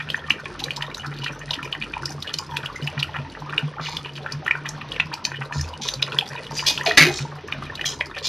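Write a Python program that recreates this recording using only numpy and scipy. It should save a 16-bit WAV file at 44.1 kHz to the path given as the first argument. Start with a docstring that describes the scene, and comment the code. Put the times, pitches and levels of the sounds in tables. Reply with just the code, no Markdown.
"""Thick curry boiling in a steel pot

Heard just above the rim in a small kitchen, bubbles burst with dry snaps and short plops: the film tears,
the cavity rings and the pot wall throws it back. Wet films splutter, foam fizzes, steam pockets glug deep
down, and now and then sauce spits to steam and rings the steel. A low hum and the stove run underneath."""
import sys
import numpy as np
from scipy import signal
from scipy.fft import rfft, irfft
from scipy.io import wavfile
from scipy.ndimage import uniform_filter1d

SR = 44100
rng = np.random.default_rng(int(sys.argv[2]) if len(sys.argv) > 2 else 0)


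def store_wav(level_fs):
    """Save 16-bit WAV to argv[1]."""
    pcm = np.round(np.clip(np.atleast_2d(level_fs), -1, 1) * 32767)
    wavfile.write(sys.argv[1], SR, pcm.T.astype(np.int16))


N = 365500
TIME = np.arange(N) / SR


def undb(db):
    """Decibels to gain."""
    return 10 ** (np.asarray(db) / 20)


def unit(x):
    """Scale to rms 1."""
    return x / np.sqrt(np.mean(x ** 2) + 1e-18)


def add(out, s, x):
    """Mix x into out from time s on."""
    i = int(np.clip(s * SR, 0, N - 1))
    out[i:i + len(x)] += x[:N - i]


def on_log_axis(points, hz):
    """Read (Hz, value) points at the given frequencies."""
    point_hz, value = np.transpose(points)
    return np.interp(np.log(np.maximum(hz, 1)), np.log(point_hz), value)


def colour(x, points):
    """Equalise x with a curve of (Hz, dB) points."""
    hz = np.fft.rfftfreq(len(x), 1 / SR)
    return irfft(rfft(x) * undb(on_log_axis(points, hz)), len(x))


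def band(x, hz, width_hz, order=1):
    """Band-pass around a centre frequency."""
    low = np.hypot(hz, width_hz / 2) - width_hz / 2
    edges = [low, min(low + width_hz, SR / 2 - 1000)]
    return signal.sosfilt(signal.butter(order, edges, "band", fs=SR, output="sos"), x)


def walk(rate_hz):
    """Smooth random wander, rms 1."""
    hold = int(SR / rate_hz)
    steps = np.repeat(rng.standard_normal(N // hold + 2), hold)
    return unit(uniform_filter1d(steps, hold)[:N])


def crackle(per_s, spread_db):
    """Tiny clicks at random moments, a few larger than the rest; rms 1."""
    sizes = undb(spread_db * np.minimum(rng.exponential(size=N), 5))
    return unit((rng.random(N) < per_s / SR) * sizes * rng.standard_normal(N))


def scatter(count, centre_hz, octaves):
    """Random events all through the boil: (time [s], pitch [Hz], strength [spread about 1])."""
    place, size, strength = rng.uniform(-1.1, 1, (count, 3)).T
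    moments = (np.arange(count) + place) % count / count * N / SR
    pitches = centre_hz * 2 ** (np.sqrt(3) * octaves * size)
    return np.transpose([moments, pitches, np.sqrt(3) * strength])


def ring(hz, swell_s, glide):
    """A gas cavity swells, rings and dies away while its pitch rises."""
    age = np.arange(int(9 * swell_s * SR) + 2) / (swell_s * SR)
    pitch = hz * (1 + glide * np.tanh((age - 1.3) / 2))
    envelope = (age * np.exp(1 - age)) ** 1.5
    return envelope * np.sin(2 * np.pi * np.cumsum(pitch) / SR)


def burst(hz, cycles, glide, rough, snap_db=0, echo=0.34, film_db=-18):
    """One bubble: the film snaps, the widening hole lifts the pitch, sauce and pot wall scatter it."""
    tone = ring(hz, swell_s=0.45 * cycles / hz, glide=glide * np.sqrt(min(hz / 2500, 1)))
    t = np.arange(len(tone)) / SR
    flap, snap = (np.resize(noise, len(t)) for noise in rng.standard_normal((2, SR // 50)))
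    # the torn film flaps, which roughens the tone
    period = int(SR / hz)
    flap = uniform_filter1d(uniform_filter1d(flap, period), period)
    tone = tone * (1 + rough * unit(flap)) / np.hypot(1, rough)
    snap_gain = undb(film_db + snap_db) * (hz / 3000) ** 2.5
    snap_envelope = (1 - np.exp(-t / 0.0012)) * np.exp(-t / 0.0035)
    tone = tone + snap_gain * snap_envelope * snap
    # every spot on the surface has its own paths to the wall and back
    lags_s = np.r_[0, rng.uniform(0.001, 0.0022), rng.uniform(0.002, 0.018, size=7)]
    gains = np.r_[1, 0.42, echo * rng.standard_normal(7) * np.exp(-lags_s[2:] / 0.014)]
    out = np.zeros(len(t) + int(lags_s.max() * SR))
    for lag_s, gain in zip(lags_s, gains):
        add(out, lag_s, gain * tone)
    return out


def clumps(count, centre_hz, octaves, cycles, spread_db, clump_s, rough=0.99, per_clump=3):
    """Clumps of small bubbles of like size tear open one after another, all over the surface; rms 1."""
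    out = np.zeros(N)
    moments = (np.arange(count) + rng.uniform(-1, 1, count)) % count / count * N / SR
    for s, strength, pitch in zip(moments, rng.exponential(size=count), rng.standard_normal(count)):
        gain = undb(spread_db * min(strength, 1.8))
        for lag, detune, share in rng.random((per_clump, 3)):
            hz = np.clip(centre_hz * 2 ** (octaves * pitch + (detune - 0.5) / 2), 230, 6300)
            bubble = burst(hz, cycles * (0.5 + share), glide=0.05, rough=rough)
            add(out, s + lag * clump_s, gain * share * bubble)
    return unit(out)


def pot_air(x, ring_db, null_hz=2150, null_width_hz=200):
    """The air standing in the pot rings at a few pitches and cancels at one between them."""
    # resonances between sauce and rim: (pitch [Hz], width [Hz], relative level [dB])
    air_modes = [(915, 123, 4), (1810, 67, 3), (2430, 90, 6), (2920, 83, 7)]
    x = x - band(x, null_hz, null_width_hz)
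    return x + sum(undb(ring_db + db) * band(x, hz, width_hz) for hz, width_hz, db in air_modes)


def kitchen(x, early_db=-14, late_db=-11):
    """Quick reflections from the hob and tiles, then the room's short tail."""
    # reverb tail: (frequency [Hz], time to fall 60 dB [s])
    decay_times = [(300, 0.37), (1000, 0.36), (3000, 0.06), (10000, 0.22)]
    t = TIME[:SR // 2]
    early = rng.standard_normal(len(t)) * (t > 0.004) * np.exp(-t / 0.006)
    late = np.zeros(len(t))
    for hz in 125 * 2.0 ** np.arange(8):
        octave = band(rng.standard_normal(len(t)), hz, hz / np.sqrt(2), order=2)
        late += octave * (t > 0.009) * np.exp(-np.log(1000) * t / on_log_axis(decay_times, hz))
    response = (undb(early_db) * unit(early) + undb(late_db) * unit(late)) / np.sqrt(len(t))
    return x + signal.fftconvolve(x, response)[:N]


def stove(db=-44, swell_db=2):
    """The low rush of the stove, gently swelling."""
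    # tone of the rush: (frequency [Hz], relative level [dB])
    rush_spectrum = [(22, -14), (45, -10), (64, -25), (90, 8), (115, 4), (145, 7), (190, 2.5), (430, -5.5),
                     (620, -8.5), (930, -6), (2700, -12.5), (3400, -15), (6000, -25), (7500, -53)]
    rush = unit(colour(rng.standard_normal(N), rush_spectrum))
    return rush * undb(db + swell_db * walk(5.9))


def hum(waver_db=10, drift=0.01975):
    """A bed of low tones that waver in level and pitch."""
    # hum tones: (centre pitch [Hz], centre level [dB])
    tones = [(48, -56), (82, -53.5), (145, -46.5)]
    out = np.zeros(N)
    for hz, db in tones:
        phase = 2 * np.pi * np.cumsum(hz * (1 + drift * walk(15))) / SR
        level_db = db + waver_db * np.tanh(walk(13))
        out += np.sqrt(2) * undb(level_db) * np.sin(phase)
    return out


def glugs(gain_db=-1, small_db=-32, spread_db=2, overtone_ratio=1.662, overtone_db=-13, swell_cycles=3.45):
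    """Steam pockets boom softly through the thick sauce; the deeper the pitch, the slower the swell."""
    # big pockets heaving under the sauce: (time [s], level [dB], pitch [Hz])
    big_pockets = [(1.063, -28.5, 143), (1.296, -27.5, 143), (1.62, -29, 142), (2.817, -21, 145),
                   (2.962, -20.5, 142.4), (3.179, -24, 141), (3.624, -17, 147.4), (3.793, -24.5, 150),
                   (4.33, -25, 142), (4.72, -33, 149), (5.55, -20.5, 142), (5.561, -22, 80.8),
                   (5.952, -27.5, 136), (7.001, -14, 155), (7.074, -26, 139), (7.199, -21.5, 139)]
    small_pockets = [(s, small_db + spread_db * strength, hz)
                     for s, hz, strength in scatter(count=24, centre_hz=145.5, octaves=0.064)]
    out = np.zeros(N)
    for s, db, hz in big_pockets + small_pockets:
        for mode_hz, mode_db in (hz, 0), (hz * overtone_ratio, overtone_db):
            boom = ring(mode_hz, swell_cycles / mode_hz, glide=0.012)
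            add(out, s, undb(db + gain_db + mode_db) * boom)
    return out


def fizz(db, tick_db=-14, pinhead_db=-6, surge_db=9):
    """Foam crackles finely, and clumps of pinhead bubbles tick open, each at its own pitch."""
    # tone of the foam's crackle: (frequency [Hz], relative level [dB])
    foam_spectrum = [(1500, -39), (2800, -23.5), (4500, -4), (7300, -16), (10000, -11.5), (12500, -48)]
    ticks = crackle(per_s=260, spread_db=4) * undb(surge_db * np.tanh(walk(20)))
    ticks = unit(colour(ticks, foam_spectrum))
    pinheads = clumps(190, centre_hz=4100, octaves=0.3, cycles=8, spread_db=5, clump_s=0.02, rough=0.45)
    return undb(db) * (undb(tick_db) * ticks + undb(pinhead_db) * pinheads)


def simmer(db, blubber_db=-1.5, gurgle_db=1, ring_db=3):
    """Crowds of small bubbles: soft deep blubbering, with short wet gurgles ringing in the pot."""
    blubber = clumps(330, centre_hz=408, octaves=0.407, cycles=3.7, spread_db=-2, clump_s=0.04)
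    gurgles = clumps(290, centre_hz=1450, octaves=0.48, cycles=5, spread_db=2.5, clump_s=0.035, rough=0.6)
    gurgles = unit(pot_air(gurgles, ring_db))
    return undb(db) * (undb(blubber_db) * blubber + undb(gurgle_db) * gurgles)


def spit_cues():
    """Spits, tones, blasts: (time [s], level [dB], centre [Hz], width [Hz], rise [s], hold [s], decay [s])."""
    # broad spits of steam: (time [s], level [dB], centre [Hz], rise [s], hold [s])
    hisses = [(1.203, -43, 3030, 0.013, 0.017), (3.809, -37.5, 3120, 0.0014, 0.12),
              (5.523, -40.5, 4740, .016, 0.075), (5.813, -34, 3600, 0.0019, 0.073),
              (6.526, -34.5, 4700, 0.042, 0.057), (6.662, -21, 3800, 0.0018, 0.026),
              (6.857, -21, 2560, 0.0027, 0.011), (7.11, -35, 4220, 0.0055, 0.076),
              (7.855, -28, 4460, 0.0022, 0.013), (8.225, -24.5, 3960, 0.023, 0.034)]
    # brief narrow tones, high steam whistles and low ringing notes of the pot:
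    # (time [s], level [dB], pitch [Hz], hold [s])
    brief_tones = [(2.497, -34, 910, 0.058), (2.755, -32.5, 2050, 0.0069), (5.88, -40, 6050, 0.028),
                   (6.565, -31, 4770, 0.031), (6.665, -22.5, 3490, 0.034), (6.862, -20.5, 687, 0.03),
                   (6.88, -25, 422, 0.013), (7.051, -23, 359, 0.035), (7.85, -29.5, 3230, 0.024),
                   (8.255, -30.5, 4030, .03)]
    # one violent splutter in two blasts: (time [s], level [dB])
    blasts = [(6.972, -4), (7.011, -11.5)]
    # resonances that each blast excites: (pitch [Hz], width [Hz], relative level [dB], decay [s])
    blast_modes = [(357, 180, -16.5, 0.033), (690, 300, -22, 0.041), (2176, 1200, -2.5, 0.029),
                   (3720, 1330, -7.5, 0.03)]
    broad = [(s, db, hz, 0.93 * hz, rise_s, hold_s, 0.04) for s, db, hz, rise_s, hold_s in hisses]
    narrow = [(s, db, hz, 0.1 * hz, 0.0021, hold_s, 0.017) for s, db, hz, hold_s in brief_tones]
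    violent = [(s, db + mode_db, hz, width_hz, 0.0018, 0.0098, decay_s)
               for s, db in blasts for hz, width_hz, mode_db, decay_s in blast_modes]
    return broad + narrow + violent


def steel_ring(x, ring_db=-11, t60_s=0.12):
    """The pot's steel wall rings briefly along with x."""
    # modes of the wall: (pitch [Hz], relative level [dB])
    wall_modes = [(1815, -13), (1987, -8), (2051, 6), (2209, -2), (2280, -5.5), (2350, 0), (2402, 2),
                  (2454, -6), (2495, 18), (2597, 5.5), (3652, -20), (3771, 0)]
    t = TIME[:SR // 2]
    wall = sum(undb(db) * np.sin(2 * np.pi * hz * t) for hz, db in wall_modes)
    wall *= np.exp(-np.log(1000) * t / t60_s)
    return x + undb(ring_db) * np.std(x) * unit(signal.fftconvolve(x, wall)[:N])


def spits(spray_db=-10, cluster_mix=0.8, cluster_ring_s=0.003):
    """Sauce flashes to steam: a dense volley of micro-bursts and a broad spray set the steel ringing."""
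    # tone of the spray: (frequency [Hz], relative level [dB])
    spray_spectrum = [(200, 4), (700, 26), (1100, 14), (2200, 24), (6300, 32), (7400, 22), (12500, 22)]
    out, t = np.zeros(N), TIME[:SR // 2]
    volley = crackle(per_s=2600, spread_db=1.5) * undb(1.8 * walk(190))
    spray = unit(colour(volley, spray_spectrum))
    for s, db, hz, width_hz, rise_s, hold_s, decay_s in spit_cues():
        part = slice(int(s * SR) - len(t), int(s * SR))
        envelope = (1 - np.exp(-t / rise_s)) * np.exp(-np.maximum(t - hold_s, 0) / decay_s)
        voice = unit(band(volley, hz, width_hz, order=2)[part])
        voice += undb(spray_db) * hz / 3000 * spray[part]
        # each cue has its own cluster of short resonances
        cluster = rng.standard_normal(len(t)) * np.exp(-t / cluster_ring_s)
        voice += cluster_mix * signal.fftconvolve(voice, cluster / np.linalg.norm(cluster))[:len(t)]
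        add(out, s, undb(db) * unit(voice * envelope) * np.sqrt(np.mean(envelope ** 2)))
    return steel_ring(out)


def splutters(steps=7, octaves=0.18, spread_db=4.5, ring_db=-7):
    """A thick film rips open in a ragged run of short bursts, each with its own pitch and strength."""
    # wet rips: (time [s], level [dB], centre pitch [Hz], length [s])
    rips = [(.001, -26.5, 2010, 0.0096), (0.591, -33, 3440, 0.012), (0.762, -32, 4720, 0.0085),
            (0.807, -32.5, 1950, 0.041), (1.033, -30, 1610, 0.022), (1.111, -36, 1720, 0.018),
            (1.235, -30.5, 3380, 0.012), (1.261, -31, 2660, 0.021), (1.531, -26, 3200, 0.011),
            (1.809, -30.5, 2630, 0.028), (2.27, -34.5, 2700, 0.027), (2.63, -32, 1500, 0.017),
            (2.992, -27.5, 3680, 0.0094), (3.141, -30, 1640, 0.026), (3.521, -34, 1660, 0.032),
            (3.856, -34.5, 2660, 0.022), (4.042, -36.5, 2410, 0.026), (4.152, -39.5, 3570, 0.026),
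            (4.471, -36, 1880, 0.01), (4.653, -33, 1920, 0.021), (4.808, -33.5, 2380, 0.0093),
            (5.125, -34, 2490, 0.014), (5.24, -34.5, 4270, 0.02), (5.333, -34.5, 1830, 0.019),
            (5.406, -30.5, 1646, 0.026), (6.075, -33.5, 1196, 0.013), (6.118, -34.5, 3020, 0.024),
            (6.142, -31.5, 1127, 0.0087), (6.314, -38.5, 1800, 0.04), (6.372, -38.5, 2220, 0.026),
            (6.59, -27, 2400, 0.013), (8.166, -31, 1980, 0.015), (8.18, -33.5, 3430, 0.0079)]
    out = np.zeros(N)
    for s, db, hz, length_s in rips:
        run = np.zeros(SR // 5)
        for step, (slip, size, strength) in enumerate(rng.uniform(-0.91, 1, (steps, 3)) * np.sqrt(3)):
            tear = burst(hz * 2 ** (octaves * size), cycles=6, glide=0.035, rough=1, snap_db=-3)
            add(run, length_s * (step + slip / 2) / steps, undb(spread_db * strength) * tear)
        add(out, s, undb(db) * run * np.sqrt(length_s * SR / np.sum(run ** 2)))
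    return pot_air(out, ring_db)


def pops(gain_db=1, shred_db=-18, shreds=4, small_db=-30, spread_db=2, ring_db=-6):
    """Big bubbles burst one by one amid higher snapping shreds of film; weaker ones pop at random."""
    # the loudest surface bubbles: (time [s], level [dB], cavity pitch [Hz], relative film snap [dB])
    big_bubbles = [(0.101, -20.5, 3240, 4), (0.144, -15, 1830, -6), (0.3028, -12.5, 1830, -3),
                   (0.3056, -6, 2750, -13), (.456, -22.5, 2360, -13), (0.6389, -16, 4050, 1),
                   (0.682, -22, 1693, -3), (.7058, -19.5, 2710, 5), (.765, -29.5, 5270, -10),
                   (0.8225, -16, 2890, -1), (.9449, -25.5, 4030, 3), (1.2617, -20, 1760, 1),
                   (1.507, -15.5, 3670, -9), (1.591, -26, 1300, -2), (1.628, -25.5, 2530, 9),
                   (1.726, -22.5, 3070, -3), (1.749, -19, 1870, 2), (1.936, -25, 2450, -8),
                   (1.966, -23.5, 930, 6), (2.032, -24, 1360, -2), (2.0557, -21.5, 5080, -2),
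                   (2.2236, -24, 3780, 5), (2.3387, -15.5, 4210, -3), (2.386, -19, 4920, -4),
                   (2.5681, -15.5, 2650, 8), (2.6586, -23.5, 2980, 9), (2.8738, -17, 2570, 3.5),
                   (2.9772, -23.5, 1870, 0), (3.028, -13, 2850, 1.5), (3.164, -18, 1780, -2),
                   (3.42, -24.5, 980, 5), (3.5328, -21.5, 1380, 0), (3.579, -13, 2700, -3),
                   (3.7967, -19, 1176, 0), (3.968, -22, 3430, 3), (4.2617, -19, 1580, -7),
                   (4.321, -25, 4820, -0.5), (4.4653, -16, 1433, 13), (4.4785, -11, 1900, -5),
                   (4.5095, -7.5, 2185, -27), (4.552, -18, 1470, -1), (4.655, -22.5, 1860, 0),
                   (4.6885, -23, 5720, -4.5), (4.9177, -23, 3140, -3), (4.962, -21.5, 2270, -6),
                   (4.9983, -8.5, 2250, -20), (5.002, -8, 2544, -25), (5.138, -24, 4700, -1),
                   (5.2505, -14, 4300, -8), (5.3166, -21, 1600, -4), (5.523, -18.5, 1660, 4),
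                   (5.61, -24.5, 5500, -2), (5.8863, -15, 3600, 2), (5.9373, -21, 4650, -4),
                   (6.023, -16.5, 2650, -9), (6.026, -7, 3650, -16), (6.1867, -9.5, 3260, -2),
                   (6.209, -23, 2680, 4), (6.624, -20.5, 950, 6), (6.776, -18.5, 3020, 1),
                   (6.81, -22, 1830, 14), (6.911, -13.5, 1860, 1), (7.189, -24.5, 2270, 12),
                   (7.483, -26.5, 1740, -18), (7.5235, -17, 2400, -8), (7.623, -25, 1130, 18),
                   (7.753, -29, 3960, 4.5), (7.793, -26, 1880, 2), (7.8112, -17, 2420, -2),
                   (7.8557, -19, 3220, 9), (7.842, -23, 1800, 6), (8.009, -4, 1974, -14)]
    base_length_s, doubling_db = 0.0019, 22  # a harder burst is over sooner
    out = np.zeros(N)
    for s, db, hz, snap_db in big_bubbles:
        cycles = hz * base_length_s * 2 ** (-db / doubling_db)
        # a clean tear chirps upwards, a ragged one mostly splats
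        ragged = rng.uniform(-0.5, 0.8)
        glide, rough = 0.21 * (1 - ragged), 0.56 * (1 + ragged)
        add(out, s, undb(db + gain_db) * burst(hz, cycles, glide, rough, snap_db, echo=0.068))
        for lag_s, octaves in zip(rng.uniform(-0.008, 0.012, shreds), rng.uniform(0, 1, shreds)):
            shred = burst(min(hz * 2 ** octaves, 6000), cycles=5, glide=0, rough=0.8)
            add(out, s + lag_s, undb(db + shred_db + snap_db / 2) * shred)
    for s, hz, strength in scatter(count=36, centre_hz=1950, octaves=0.52):
        blip = burst(hz, cycles=6, glide=0.06, rough=0.5)
        add(out, s, undb(small_db + spread_db * strength) * blip)
    return pot_air(out, ring_db)


def scene(simmer_db=2, side_db=-10):
    """The pot sits in the middle; only the finest treble spreads to the sides."""
    # faders of the rolling boil: (time [s], small bubbles [dB], fizz [dB])
    boil_levels = [(0, -44, -46), (2.3, -44.5, -46), (2.6, -45, -50), (5.4, -45, -50), (5.8, -45, -45),
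                   (6.7, -42, -43), (7.4, -46, -50), (8.29, -44, -47)]
    times, *levels = np.transpose(boil_levels)
    bubbles_db, foam_db = (np.interp(TIME, times, db) for db in levels)
    surface = pops() + splutters() + simmer(bubbles_db + simmer_db) + fizz(foam_db) + spits()
    pot = kitchen(surface)
    mid = pot + glugs() + hum() + stove()
    paths = rng.standard_normal(SR // 250)
    diffuse = signal.fftconvolve(pot, paths / np.linalg.norm(paths))[:N]
    side = undb(side_db) * band(diffuse, hz=8200, width_hz=10500, order=5)
    return np.array([mid + side, mid - side])


def record(dry, ceiling=0.9, mono_below_hz=3800, top_hz=13100):
    """The microphone colours the treble, rounds peaks, keeps all but the treble mono and cuts the top."""
    # the microphone's colour: (frequency [Hz], gain [dB])
    microphone_eq = [(1000, -1), (3000, 1.5), (6300, 3.5), (7400, -1.5), (12500, -1.5)]
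    heard = np.array([colour(channel, microphone_eq) for channel in dry])
    left, right = heard / (1 + (heard / ceiling) ** 6) ** (1 / 6)
    high_pass = signal.butter(6, mono_below_hz, "high", fs=SR, output="sos")
    mid = (left + right) / 2
    side = signal.sosfiltfilt(high_pass, (left - right) / 2)
    low_pass = signal.firwin(201, top_hz, window="blackman", fs=SR)
    return signal.fftconvolve(np.array([mid + side, mid - side]), low_pass[None], mode="same", axes=1)


dry = scene()
out = record(dry)
store_wav(out)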